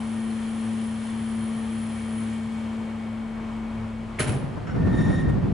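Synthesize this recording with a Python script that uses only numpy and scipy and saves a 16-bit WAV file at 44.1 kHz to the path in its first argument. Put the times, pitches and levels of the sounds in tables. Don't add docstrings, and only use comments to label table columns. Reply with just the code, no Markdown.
import sys
import numpy as np
from scipy import signal
from scipy.fft import rfft, irfft, next_fast_len
from scipy.io import wavfile

SR = 44100
rng = np.random.default_rng(int(sys.argv[2]) if len(sys.argv) > 2 else 0)


def wrap_up_sound(samples):
    columns = np.atleast_2d(samples).T
    tamed = np.clip(columns, -1, 1)
    steps = np.round(tamed * 32767).astype(np.int16)
    wavfile.write(sys.argv[1], SR, steps)


N = 243852
T = np.arange(N) / SR


# multiple of the piston rate, level in dB.
HUM_HARMONICS = [(1 / 2, -24.5), (1, 0), (3 / 2, -26), (2, -24.5), (5 / 2, -32)]
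# multiple of the piston rate, relative level in dB.
WHINE_HARMONICS = [(9, -11), (10, 0), (11, -10), (14, -10)]
# frequency in Hz, level in dB.
OIL_SPECTRUM = [(900, -3), (2200, -5.5), (3400, -5.5), (4000, -13), (4900, -13.5), (6400, -14),
                (7600, -11.5), (9000, -16), (11000, -18)]
# centre in Hz, width in Hz, level in dB.
PIPE_MODES = [(1210, 46, 3), (1846, 82, 3.5), (2300, 120, -2), (3147, 260, -2), (4230, 135, -6.5)]
# centre in Hz, width in Hz, level in dB.
VALVE_MODES = [(9770, 370, 0)]
# start in seconds, clash in dB, ring in dB, thud in dB.
DRIVE_BLOWS = [(4.191, -23, -26, -21), (4.271, -30.5, -32, -19), (4.327, -39, -44, -30)]
# frequency in Hz, level in dB.
CLASH_SPECTRUM = [(300, -1.5), (450, 6), (850, -26), (1300, -4), (2300, -6), (3500, -13), (6000, -19),
                  (8000, -17), (11000, -20)]
# frequency in Hz, level in dB.
THUD_SPECTRUM = [(40, -34), (90, -11), (140, -2), (175, -16.5), (235, -11.5), (310, -19.5), (400, -20.5),
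                 (800, -27.5)]
# centre in Hz, width in Hz, level in dB.
STEEL_MODES = [(621, 11.5, 17.5), (1026, 42, 5.5), (1257, 31, 1), (1800, 96, 0), (2230, 120, -6),
               (2860, 60, -4), (3050, 60, 2.5), (9960, 210, 3.5), (10120, 100, -6), (10670, 150, -5)]
# centre in Hz, width in Hz, level in dB.
PAWL_MODES = [(2230, 650, 0)]
# start in seconds, level in dB.
PIVOT_SLIPS = [(4.668, -34.5), (4.693, -40.5), (4.747, -45)]
# centre in Hz, width in Hz, level in dB.
PIN_MODES = [(1370, 35, -5), (1497, 61, -0.5), (2100, 300, -18), (2920, 200, -20), (5540, 93, -19.5),
             (6950, 700, -37)]
# frequency in Hz, level in dB.
RUMBLE_SPECTRUM = [(22, -17), (36, -7), (62, -7), (100, 0.5), (155, 0.5), (215, -2), (270, -6),
                   (350, -10.5), (500, -20), (720, -29.5)]
# frequency in Hz, level in dB.
RATTLE_SPECTRUM = [(260, -6), (460, 2), (780, -5), (1280, -8.5), (2100, -17.5), (3100, -33), (4600, -30.5),
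                   (7200, -44), (10800, -45)]
# start in seconds, pitch in Hz, level in dB.
DECK_HEAVES = [(4.832, 88.7, -11.5), (4.926, 58.4, -16.5), (5.078, 79.4, -22), (5.263, 60.5, -12),
               (5.335, 149, -17)]
# pitch in Hz, waver in Hz, relative level in dB, time of peak in seconds.
DISC_MODES = [(1803, 5, 0, 4.93), (1846, 6, 0, 5.18), (1873, 10, -6, 5.07)]
# multiple of its pitch, relative level in dB.
SQUEAL_OVERTONES = [(2, 6), (3, -1), (5, 0)]
# frequency in Hz, level in dB.
SCRAPE_SPECTRUM = [(2000, -14), (3600, 7), (4400, -8), (7300, -1), (8300, -15), (9200, -2), (10500, -14)]
# time in seconds, half length in seconds, added pressure 0-1.
LAST_PAD_GRAB = (5.303, 0.02, 0.61)
# frequency in Hz, time to decay by 60 dB in seconds.
QUAY_DECAY = [(100, 0.63), (500, 0.7), (2000, 1), (10000, 0.45)]
# multiple of the firing rate, level in dB, gain in a swell in dB.
ENGINE_HARMONICS = [(1, -57, -4), (2, -49.5, 5), (3, -43.5, 7.5)]
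# centre in seconds, half length in seconds, strength 0-1.
ENGINE_SWELLS = [(2.27, 0.52, 1), (3.868, 0.23, 0.95)]
# frequency in Hz, level in dB.
WASH_SPECTRUM = [(240, -10), (330, -2), (500, -3), (1050, -3.5), (1500, -10), (2200, -14), (3300, -21),
                 (4600, -28)]
# frequency in Hz, level in dB.
TOWN_LOW_SPECTRUM = [(18, -21), (46, -7), (86, -1.5), (142, 0), (212, -3.5), (295, -6.5), (440, -19.5)]
# frequency in Hz, correlation from -1 to 1.
CORRELATION = [(60, 0.95), (150, 0.85), (330, 0.72), (700, 0.68), (1100, 0.54), (2000, 0.72), (5000, 0.62),
               (10000, 0.89)]
# frequency in Hz, correlation from -1 to 1.
DECK_CORRELATION = [(60, 0.66), (110, .5), (190, 0.55), (330, -0.21), (600, 0.11), (1100, .2), (2000, 0.56)]

THROTTLE_S, CLOSING_S, STOP_S = 2.21, 1.14, 4.186
PISTON_HZ = 223.3
HUM_DB, HUM_SAG_DB_PER_S, RUN_DOWN_S, RUN_DOWN_DB = -26, 2.5, 0.2, 4.5
WHINE_DB, WHINE_RISE_DB, WHINE_SAG_DB_PER_S, LOAD_S, LOAD_RISE_S = -60.5, 6, 1, 1.8, 0.22
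HISS_DB, HISS_DROP_DB, PIPES_DB = -49.5, 9.5, -2.5
WHISTLE_DB, WHISTLE_GROWS_DB_PER_S, WHISTLE_DROP_DB, WHISTLE_COLLAPSE_S = -54.5, 1, 26, 0.41
TREMBLE_S, TREMBLE_DB, SHUDDER_S, SHUDDER_ATTACK_S = 4.37, -10.5, 4.68, 0.077
RUMBLE_DB = -22.5
RATTLE_DB, RATTLE_FOLLOWS, RATTLE_HOLD_S, RATTLE_SETTLE_DB_PER_S = -37.5, 0.57, 0.47, 15
JOLT_DB, JOLT_S = 3, 0.027
BRAKE_S, PRESS_S, GRIP_S, LET_GO_S = 4.75, 0.23, 0.22, 0.17
SQUEAL_DB, SQUEAL_RANGE_DB, HARSH_DB, HARSH_RANGE_DB = -37, 11.5, -59, 33
IDLE_HZ = 35.6
PULL_AWAY_S, SPEED_UP_S, DRONE_FROM_HZ, DRONE_TO_HZ = 3.4, 0.78, 36.9, 42.5
DRONE_DB, DRONE_START_S, DRONE_ATTACK_S, RECEDE_DB_PER_S = -41.5, 2.98, 0.57, 6
TOWN_DB, TOWN_LOW_DB = -43.5, -43.5
TOP_HZ = 11080


def amp(db):
    return np.exp(np.asarray(db) * np.log(10) / 20)


def unit(x):
    return x / np.sqrt(np.mean(x ** 2) + 1e-20)


def along(points, hz):
    f, v = np.transpose(points)
    return np.interp(np.log(hz + 1), np.log(f + 1), v)


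def since(start):
    return np.maximum(T - start, 0)


def fade_in(start, length):
    return np.clip((T - start) / length, 0, 1)


def swell(centre, half_length):
    return np.exp(-((T - centre) / half_length) ** 2)


def struck(start, attack, t60):
    age = since(start)
    return (1 - np.exp(-age / attack)) * amp(-60 * age / t60)


def wobble(rate, order=6):
    knots = rng.standard_normal(int(N * rate / SR) + 4)
    smooth = signal.resample(knots, len(knots) * order)
    return np.interp(T * rate * order, np.arange(len(smooth)), smooth)


def cycles(hz):
    return 2 * np.pi * (np.cumsum(hz) / SR + rng.random())


def pan(x, left_db):
    return x * amp([[left_db / 2], [-left_db / 2]])


def filtered(x, response):
    m = next_fast_len(N + SR // 2)
    return irfft(rfft(x, m) * response(np.fft.rfftfreq(m, 1 / SR)), m)[..., :N]


def colour(points):
    def gain(hz):
        below = np.minimum(hz / points[0][0], 1) ** 2
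        above = np.maximum(hz / points[-1][0], 1) ** 2
        return amp(along(points, hz)) * below / above
    return gain


def resonances(modes):
    return lambda hz: sum(amp(db) / (1 + ((hz - centre) / width) ** 2 * 2) for centre, width, db in modes)


def rush(gain, correlation=CORRELATION):
    def mid_and_side(hz):
        turn = np.arccos(np.clip(along(correlation, hz), -1, 1)) / 2
        return gain(hz) * [np.cos(turn), np.sin(turn)]
    mid, side = filtered(rng.standard_normal((2, N)), mid_and_side)
    return unit(np.array([mid + side, mid - side]))


def pump():
    run_down_db = RUN_DOWN_DB * fade_in(STOP_S - RUN_DOWN_S, RUN_DOWN_S)
    hum_db = HUM_DB - HUM_SAG_DB_PER_S * since(THROTTLE_S) - run_down_db
    whine_db = WHINE_DB + WHINE_RISE_DB * fade_in(LOAD_S, LOAD_RISE_S)
    whine_db = whine_db - WHINE_SAG_DB_PER_S * since(THROTTLE_S) - run_down_db
    phase = cycles(PISTON_HZ + 0.21 * wobble(12))
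    hum = 0
    for k, db in HUM_HARMONICS:
        waver_db = (k != 1) * 2.0 * wobble(5.06)
        hum = hum + amp(db + waver_db) * np.sin(k * phase + 2 * np.pi * rng.random())
    whine = sum(amp(db + 1.1 * wobble(14)) * np.sin(k * phase) for k, db in WHINE_HARMONICS)
    left_db = 4.1 - 0.3 * T
    sides_db = np.array([left_db, -left_db]) / 2
    stereo_hum = amp(hum_db + 0.67 * wobble(5.95) + sides_db) * hum
    running = 1 - fade_in(STOP_S - 0.06, 0.13)
    return running * (stereo_hum + pan(amp(whine_db) * whine, left_db=4))


def oil():
    hiss_db = HISS_DB - HISS_DROP_DB * fade_in(THROTTLE_S, CLOSING_S)
    collapse = 1 - np.exp(-since(THROTTLE_S) / WHISTLE_COLLAPSE_S)
    whistle_db = WHISTLE_DB + WHISTLE_GROWS_DB_PER_S * np.minimum(T, THROTTLE_S) - WHISTLE_DROP_DB * collapse
    hiss = amp(hiss_db + 0.57 * wobble(10)) * rush(colour(OIL_SPECTRUM))
    pipes = amp(hiss_db + PIPES_DB + 0.74 * wobble(6.28)) * rush(resonances(PIPE_MODES))
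    whistle = amp(whistle_db + 1.0 * wobble(20)) * rush(resonances(VALVE_MODES))
    spit = amp(-48.5) * struck(4.325, attack=0.0036, t60=0.44) * rush(resonances(VALVE_MODES))
    after_stop = 1 - 0.32 * fade_in(STOP_S, 0.81)
    return (hiss + pipes + whistle) * after_stop + spit


def clunk():
    click = amp(-28.0) * struck(4.186, attack=0.0011, t60=0.1) * rush(resonances(PAWL_MODES))
    clash_power, ring_power, thud_power = np.zeros((3, N))
    for s, clash_db, ring_db, thud_db in DRIVE_BLOWS:
        clash_power += (amp(clash_db) * struck(s, attack=0.005, t60=0.25)) ** 2
        ring_power += (amp(ring_db) * struck(s, attack=0.004, t60=0.24)) ** 2
        thud_power += (amp(thud_db) * struck(s, attack=0.022, t60=0.67)) ** 2
    chatter = amp(2.2 * wobble(250))
    clash = chatter * np.sqrt(clash_power) * rush(colour(CLASH_SPECTRUM))
    ring = np.sqrt(ring_power) * rush(resonances(STEEL_MODES))
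    thud = np.sqrt(thud_power) * rush(colour(THUD_SPECTRUM))
    return click + clash + ring + thud


def deck():
    jolts = sum(swell(s + JOLT_S, JOLT_S) for s, hz, db in DECK_HEAVES)
    shake_db = TREMBLE_DB * (1 - fade_in(SHUDDER_S, SHUDDER_ATTACK_S)) + JOLT_DB * jolts
    rumble_db = RUMBLE_DB + shake_db
    settle_db = RATTLE_SETTLE_DB_PER_S * since(SHUDDER_S + RATTLE_HOLD_S)
    rattle_db = RATTLE_DB + RATTLE_FOLLOWS * shake_db - settle_db
    judder = wobble(45)
    rumble = amp(rumble_db + 1.55 * judder) * rush(colour(RUMBLE_SPECTRUM), DECK_CORRELATION)
    rattle = amp(rattle_db + 1.75 * judder) * rush(colour(RATTLE_SPECTRUM), DECK_CORRELATION)
    heaves = 0
    for s, hz, db in DECK_HEAVES:
        heaves = heaves + amp(db) * struck(s, attack=0.012, t60=0.2) * np.sin(2 * np.pi * hz * (T - s))
    return fade_in(TREMBLE_S, 0.083) * (rumble + rattle) + heaves


def brake():
    release_s = BRAKE_S + PRESS_S + GRIP_S
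    grab_s, grab_half_length, grab = LAST_PAD_GRAB
    pressure = fade_in(BRAKE_S, PRESS_S) - fade_in(release_s, LET_GO_S) + grab * swell(grab_s, grab_half_length)
    squeal_db = SQUEAL_DB - SQUEAL_RANGE_DB * (1 - pressure)
    harsh_db = HARSH_DB - HARSH_RANGE_DB * (1 - pressure)
    phases = [cycles(hz + waver * wobble(70)) for hz, waver, db, s in DISC_MODES]
    shares = np.array([amp(db) / (1 + ((T - s) / 0.25) ** 2) for hz, waver, db, s in DISC_MODES])
    modes = np.sum(shares * np.sin(phases), axis=0) / np.linalg.norm(shares, axis=0)
    squeal = amp(squeal_db) * modes
    flutter = amp(1.4 * wobble(80))
    rough_phase = phases[1] + 0.14 * wobble(300)
    overtones = 0
    for k, db in SQUEAL_OVERTONES:
        overtones = overtones + amp(harsh_db + db + 3.5 * wobble(70)) * np.sin(k * rough_phase)
    scrape = amp(harsh_db + 5) * rush(colour(SCRAPE_SPECTRUM))
    touching = fade_in(BRAKE_S, 0.04) * (1 - fade_in(release_s, 0.22))
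    return touching * (flutter * (squeal + overtones) + scrape)


def pivot():
    slips = sum(amp(db) * struck(s, attack=0.003, t60=0.16) for s, db in PIVOT_SLIPS)
    return slips * rush(resonances(PIN_MODES))


def quay(x):
    hz, t, z = signal.stft(rng.standard_normal((2, SR)), SR, nperseg=256)
    decay = amp(-60 * t / along(QUAY_DECAY, hz)[:, None])
    tail = signal.istft(z * decay, SR, nperseg=256)[1]
    return signal.fftconvolve(x, tail / np.linalg.norm(tail[0]), axes=1)[:, :N]


def engine():
    phase = cycles(IDLE_HZ + 0.2 * wobble(4.92))
    throb = sum(strength * swell(s, half_length) for s, half_length, strength in ENGINE_SWELLS)
    idle = 0
    for k, db, swell_db in ENGINE_HARMONICS:
        idle = idle + amp(db + swell_db * throb + 2.2 * wobble(6.04)) * np.sin(k * phase)
    return pan(idle, left_db=0.9)


def vehicle():
    hz = DRONE_FROM_HZ + (DRONE_TO_HZ - DRONE_FROM_HZ) * fade_in(PULL_AWAY_S, SPEED_UP_S)
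    drone_db = DRONE_DB - RECEDE_DB_PER_S * since(PULL_AWAY_S + SPEED_UP_S)
    level = amp(drone_db) * fade_in(DRONE_START_S, DRONE_ATTACK_S)
    return pan(level * np.sin(cycles(hz)), left_db=3.0)


def town():
    wash = amp(TOWN_DB + 0.8 * wobble(6.6)) * rush(colour(WASH_SPECTRUM))
    low = amp(TOWN_LOW_DB + 0.5 * wobble(4.35)) * rush(colour(TOWN_LOW_SPECTRUM))
    return pan(wash + low, left_db=1.7)


def scene():
    stop = clunk() + pivot() + brake()
    echo = amp(-12.5) * quay(stop)
    return pump() + oil() + stop + deck() + echo + engine() + vehicle() + town()


def record(dry):
    ends = np.clip(np.minimum(T, T[-1] - T) / 0.004, 0, 1)
    return filtered(ends * dry, lambda hz: np.clip((TOP_HZ - hz) / 60 + 0.5, 0, 1))


dry = scene()
out = record(dry)
wrap_up_sound(out)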